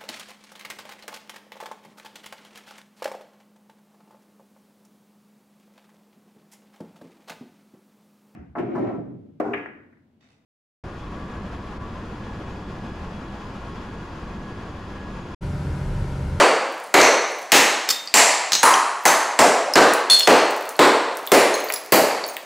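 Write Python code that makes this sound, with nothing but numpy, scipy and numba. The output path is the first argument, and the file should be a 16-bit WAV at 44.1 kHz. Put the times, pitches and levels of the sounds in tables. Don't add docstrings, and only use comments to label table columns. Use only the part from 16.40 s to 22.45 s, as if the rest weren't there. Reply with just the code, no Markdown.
import sys
import numpy as np
from scipy import signal
from scipy.fft import rfft, irfft, next_fast_len
from scipy.io import wavfile
from numba import njit

SR = 44100
rng = np.random.default_rng(int(sys.argv[2]) if len(sys.argv) > 2 else 0)


def to_wav(s):
    ch = np.atleast_2d(s).T
    pcm = np.round(np.clip(ch, -1, 1) * 32767)
    wavfile.write(sys.argv[1], SR, pcm.astype(np.int16))


N = 266805
LEAD = SR // 4


def amp(db):
    return 10 ** (np.asarray(db) / 20)


def along(points, hz):
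    f, v = np.transpose(points)
    return np.interp(np.log(hz + 1), np.log(f + 1), v)


def bump(hz, centre_hz, width_octaves):
    return np.exp(-.5 * (np.log2((hz + 1) / centre_hz) / width_octaves) ** 2)


def coloured(x, db_of):
    size = 2 * len(x)
    gain = amp(db_of(np.fft.rfftfreq(size, 1 / SR))) + 1e-6
    cepstrum = irfft(np.log(gain), size)
    cepstrum[1:size // 2] *= 2
    cepstrum[size // 2 + 1:] = 0
    response = np.exp(rfft(cepstrum))
    return irfft(rfft(x, size) * response, size)[:len(x)]


def burst(t, t60_s):
    x = rng.standard_normal(len(t)) * amp(-60 * t / t60_s)
    return x / np.linalg.norm(x)


def impulse(t):
    return 1. * (t == 0)


def add(track, s, x):
    part = track[LEAD + round(s * SR):][:len(x)]
    part += x[:len(part)]


# [t/s, level/dB, thud/dB, boom f/Hz, boom/dB, crack/dB, snap/dB, fizz/dB,
#                tile ring f/Hz, ring/dB]; all dB relative
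BLOWS = [(-.06, 5.5, -2.5, 507, 3, -5.5, -11.5, -12, 4570, 5.5),
         (0.541, 5.5, -4.5, 477, 5.5, -3, -11, -5.5, 2570, -5),
         (1.1192, -1, -0.5, 970, 2.5, 5, -0.5, 7.5, 6500, 3.5),
         (1.7401, -2.5, -4.5, 830, 7.5, 6, 5, 6, 7500, 6.5),
         (2.2309, 0.5, -10, 1050, 8.5, -5, -5.5, -1.5, 9640, 11.5),
         (2.654, -0.5, -8, 850, 5, -4, -3.5, 1.5, 6240, 6),
         (2.9902, 1, 0, 660, 6.5, -5.5, -5, -6.5, 7460, 0), (3.3563, 6, -3, 450, 2, -7, -14, -13, 1554, 6),
         (3.8734, 4.5, -1.5, 452, 3.5, -5.5, -16, -9, 8100, 6),
         (4.3915, 4, -0.5, 457, 3, -5, -15.5, -8.5, 1040, 5),
         (4.9179, 2, 1, 470, 5.5, -3, -8.5, 1, 9900, 3), (5.522, -1, 3, 595, 3.5, -4.5, -7, 11, 4620, 4)]
# [f/Hz, gain/dB]
WALL = [(35, -114), (60, -30), (283, -5), (644, -7), (1470, -10.5), (1990, -8.5), (3500, -18), (4220, -15),
        (5220, -17), (7600, -15), (13700, -32), (15400, -29), (16500, -45)]
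KNOCK_DB, KNOCK_PER_CRACK = -1.64, 0.74
BOOM_OCTAVES, RING_OCTAVES = .38, .04
SPLIT_HZ = 1500
BOOM_T60_S, CRACK_T60_S = .11, .034


def blows():
    near, push = np.zeros(LEAD + N), np.zeros(LEAD + N)
    t = np.arange(4096) / SR

    def low(hz):
        return 1 / (1 + (hz / SPLIT_HZ) ** 4)

    for s, db, thud_db, boom_hz, boom_db, crack_db, snap_db, fizz_db, ring_hz, ring_db in BLOWS:
        knock_db = KNOCK_DB + KNOCK_PER_CRACK * crack_db
        shape = [(250, thud_db), (1100, 0), (2200, knock_db),
                 (3500, crack_db), (8500, snap_db), (13000, fizz_db)]
        ripple_db = 1.7 * rng.standard_normal(50)
        ripple_hz = np.linspace(0, SR / 2, len(ripple_db))

        def colour(hz):
            boom_peak = boom_db * bump(hz, boom_hz, BOOM_OCTAVES)
            ring_peak = ring_db * bump(hz, ring_hz, RING_OCTAVES)
            ripple = (1 - low(hz)) * np.interp(hz, ripple_hz, ripple_db)
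            return along(WALL, hz) + along(shape, hz) + boom_peak + ring_peak + ripple

        boom = coloured(burst(t, BOOM_T60_S), lambda hz: colour(hz) + 10 * np.log10(low(hz) + 1e-9))
        crack = coloured(burst(t, CRACK_T60_S), lambda hz: colour(hz) + 10 * np.log10(1 - low(hz) + 1e-9))
        add(near, s, amp(db + 25) * boom + amp(db + 35) * crack)
        add(push, s, amp(db + 8.5) * coloured(impulse(t), colour))
    return near, push


CONTACT_MODES = { "a": [(2620, -1, 0.0038), (4430, -5, 0.014), (6120, -2.5, 0.0068)],
                 "b": [(3660, -18, 0.31), (4570, -1, 0.018), (5114, 2.5, 0.037), (7500, 0, 0.012),
                 (9200, -15, 0.034), (10900, -20, 0.089), (13900, -2, .012)], "c": [(4200, 4, 0.0053),
                 (6500, -7, 0.032), (8000, -12, .015)], "d": [(3540, -7, 0.06), (4283, -1, 0.092),
                 (6860, -18, 0.052), (8150, -12, 0.045), (10000, -9.5, 0.036), (11800, -23, .04),
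                 (13900, -21, .02), (14900, -28, .02)], "e": [(4230, -4, 0.059), (6440, -2, 0.033),
                 (10270, -9, 0.048)], "f": [(5370, -24, 0.016), (11040, -3.5, 0.036), (15480, -5, 0.036)], }
# [t/s, level/dB, piece]
CONTACTS = [(.614, 0.5, "a"), (1.4896, -12.5, "b"), (1.502, -17, "b"), (1.506, -14.5, "b"),
            (1.510, -17, "b"), (2.1205, -8, "c"), (2.132, -5.5, "c"), (2.141, -15.5, "c"), (2.152, -9, "c"),
            (3.6996, -6.5, "d"), (3.709, -7, "d"), (3.7185, -8.5, "d"), (3.732, -5.5, "d"),
            (3.7445, -9, "d"), (5.141, -18, "e"), (5.338, -14, "f")]
CONTACT_MIX = {"a": (9.7, -30), "b": (24.8, -45), "c": (21.8, -37.5), "d": (17, -39), "e": (6.7, -39),
               "f": (19, -42)}
# [f/Hz, gain/dB]
CLATTER = [(300, -49), (1200, -3.5), (3000, -5.5), (6000, 3.5), (10000, -15), (16000, -19)]
CLATTER_T60_S = .027
MODE_SCATTER_DB, DETUNE_RATIO = 2.5, .006


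def contacts():
    near, far = np.zeros(LEAD + N), np.zeros(LEAD + N)
    t = np.arange(SR // 5) / SR

    def clatter_colour(hz):
        return along(CLATTER, hz)

    for s, db, piece in CONTACTS:
        clatter_db, room_db = CONTACT_MIX[piece]
        scatter_db = rng.normal(0, MODE_SCATTER_DB, 8)
        bends = rng.normal(1, DETUNE_RATIO, 8)
        ring = np.zeros(len(t))
        for (hz, level_db, t60_s), more_db, bend in zip(CONTACT_MODES[piece], scatter_db, bends):
            decay = amp(level_db + more_db - 60 * t / t60_s)
            ring += decay * np.sin(2 * np.pi * hz * bend * t)
        clatter = coloured(burst(t, CLATTER_T60_S), clatter_colour)
        click = coloured(impulse(t), clatter_colour)
        add(near, s, amp(db) * (ring + amp(clatter_db) * clatter))
        add(far, s, amp(db + room_db) * (ring + amp(clatter_db) * click))
    return near, far


TICK_T60_S, TICK_HZ = .003, 11000


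def tick(t, hz, octaves):
    t60_s = TICK_T60_S * np.sqrt(TICK_HZ / hz)
    return 4 * coloured(burst(t, t60_s), lambda f: 40 * bump(f, hz, octaves) - 40)


# [t/s, level/dB, f/Hz]
CHIPS = [(0.4399, -26, 9670), (0.9198, -29, 9400), (0.9941, -39, 12200), (1.6746, -12, 4700),
         (2.2553, -2, 9740), (2.34, -6, 5900), (2.3395, 4.5, 3160), (2.6374, -29, 13900), (2.68, -2, 6200),
         (3.3374, -1, 5200), (3.7704, -5, 4420), (3.807, 2, 3440), (3.8327, -6, 5140), (4.3194, -34, 12300),
         (4.356, -23, 4360), (4.875, -13, 3500), (4.8733, -12, 14400), (5.243, -14, 14200),
         (5.2865, -14.5, 4570), (5.2884, -17, 14600), (5.2999, -12, 14500), (5.3018, 7.5, 1690),
         (5.361, -11, 5030), (5.84, -8, 4530), (5.8795, -14, 14900), (5.888, -16.5, 6500),
         (5.896, -18, 9060), (5.9682, -3.5, 2540)]
CHIP_OCTAVES = .9
PING_FROM_HZ, PING_SHARE = 2200, .38
PING_T60_S = .02


def chips():
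    out, t = np.zeros(LEAD + N), np.arange(2048) / SR
    for s, db, hz in CHIPS:
        share = PING_SHARE * np.clip(np.log2(hz / PING_FROM_HZ), 0, 1)
        ping = amp(-60 * t / PING_T60_S) * np.sin(2 * np.pi * hz * t)
        add(out, s, amp(db) * ((1 - share) * tick(t, hz, CHIP_OCTAVES) + share * ping))
    return out


# [t/s, level/dB]
GRIT = [(0.3242, -34), (.35, -42), (0.8784, -33), (3.3368, -12), (3.5366, -7), (3.7918, -12), (3.7964, -1),
        (4.109, -20), (4.165, -25), (4.1774, -27), (4.2098, -22), (4.2264, -28), (4.2552, -27),
        (4.292, -15.5), (4.3074, -28), (4.366, -26), (4.7536, -33), (4.7712, -18), (4.8668, -20),
        (4.9354, -10), (5.1524, -16), (5.2046, -23), (5.3237, -8), (5.4615, -24), (5.865, -21), (5.94, -30),
        (5.9673, -17.5)]
GRIT_HZ, GRIT_OCTAVES = 10700, 2.2
FINE_PER_BLOW = 16


def grit():
    out, t = np.zeros(LEAD + N), np.arange(2048) / SR
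    grains = [(s, db, GRIT_HZ) for s, db in GRIT]
    draws = rng.random((len(BLOWS), FINE_PER_BLOW, 3))
    for blow, rows in zip(BLOWS, draws):
        for a, b, c in rows:
            s = blow[0] + 0.36 + 0.19 * a
            if s < N / SR:
                grains.append((s, -44 + 14 * b ** 2, 6000 * 2 ** c))
    for s, db, hz in grains:
        add(out, s, amp(db) * tick(t, hz, GRIT_OCTAVES))
    return out


def stall(x):
    t = np.arange(SR // 5) / SR
    tail = burst(t, 0.24) * (t > .002)
    return signal.fftconvolve(x, tail)[:len(x)]


# [f/Hz, t60/s]
ROOM = [(60, 0.21), (120, 0.18), (280, 0.67), (740, 1.083), (1940, 0.99), (5120, 0.88), (9000, 0.71),
        (15000, 0.35)]
ROOM_BUILDUP_S = .00067


def room(x):
    out, step = np.zeros(len(x) + 2 * SR), SR // 3
    for k in range(0, len(x), step):
        hz, t, z = signal.stft(rng.standard_normal(SR), SR, nperseg=256)
        decay = amp(-60 * t / along(ROOM, hz)[:, None])
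        tail = signal.istft(z * decay, SR, nperseg=256)[1]
        tail = tail * (1 - np.exp(-np.arange(len(tail)) / SR / ROOM_BUILDUP_S))
        wet = signal.fftconvolve(x[k:k + step], tail)
        out[k:k + len(wet)] += wet
    return out[:len(x)]


def air():
    noise = amp(-32) * rng.standard_normal(LEAD + N)
    return coloured(noise, lambda hz: along(WALL, hz))


def scene():
    blow, push = blows()
    contact, far = contacts()
    debris = chips() + grit()
    close = stall(amp(-5) * (contact + debris))
    echoes = room(push + far + amp(-44) * debris)
    mono = blow + contact + debris + close + echoes + air()
    return np.array([mono[LEAD:]] * 2)


@njit
def follow(x, attack, release):
    out, level = np.empty_like(x), 0.
    for i in range(len(x)):
        level += (abs(x[i]) - level) * (attack if abs(x[i]) > level else release)
        out[i] = level
    return out


BASS_HZ = 107
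ATTACK_S, RELEASE_S, LIMIT_DB = .000093, .016, -3
TOP_HZ, EDGE_HZ = 15900, 16850


def record(dry):
    x = signal.sosfilt(signal.butter(4, BASS_HZ, "high", fs=SR, output="sos"), dry)
    level = follow(x[0], 1 / (1 + SR * ATTACK_S), 1 / (1 + SR * RELEASE_S))
    x = x / np.maximum(1, level / amp(LIMIT_DB))
    x = x / (1 + np.abs(x / .8) ** 4) ** (1 / 4)
    size = next_fast_len(N + 8192)
    band = [(TOP_HZ - 200, 0), (TOP_HZ + 100, -22), (EDGE_HZ - 50, -30), (EDGE_HZ + 20, -90)]
    edge_db = along(band, np.fft.rfftfreq(size, 1 / SR))
    return irfft(rfft(x, size) * amp(edge_db), size)[:, :N]


dry = scene()
out = record(dry)
to_wav(out)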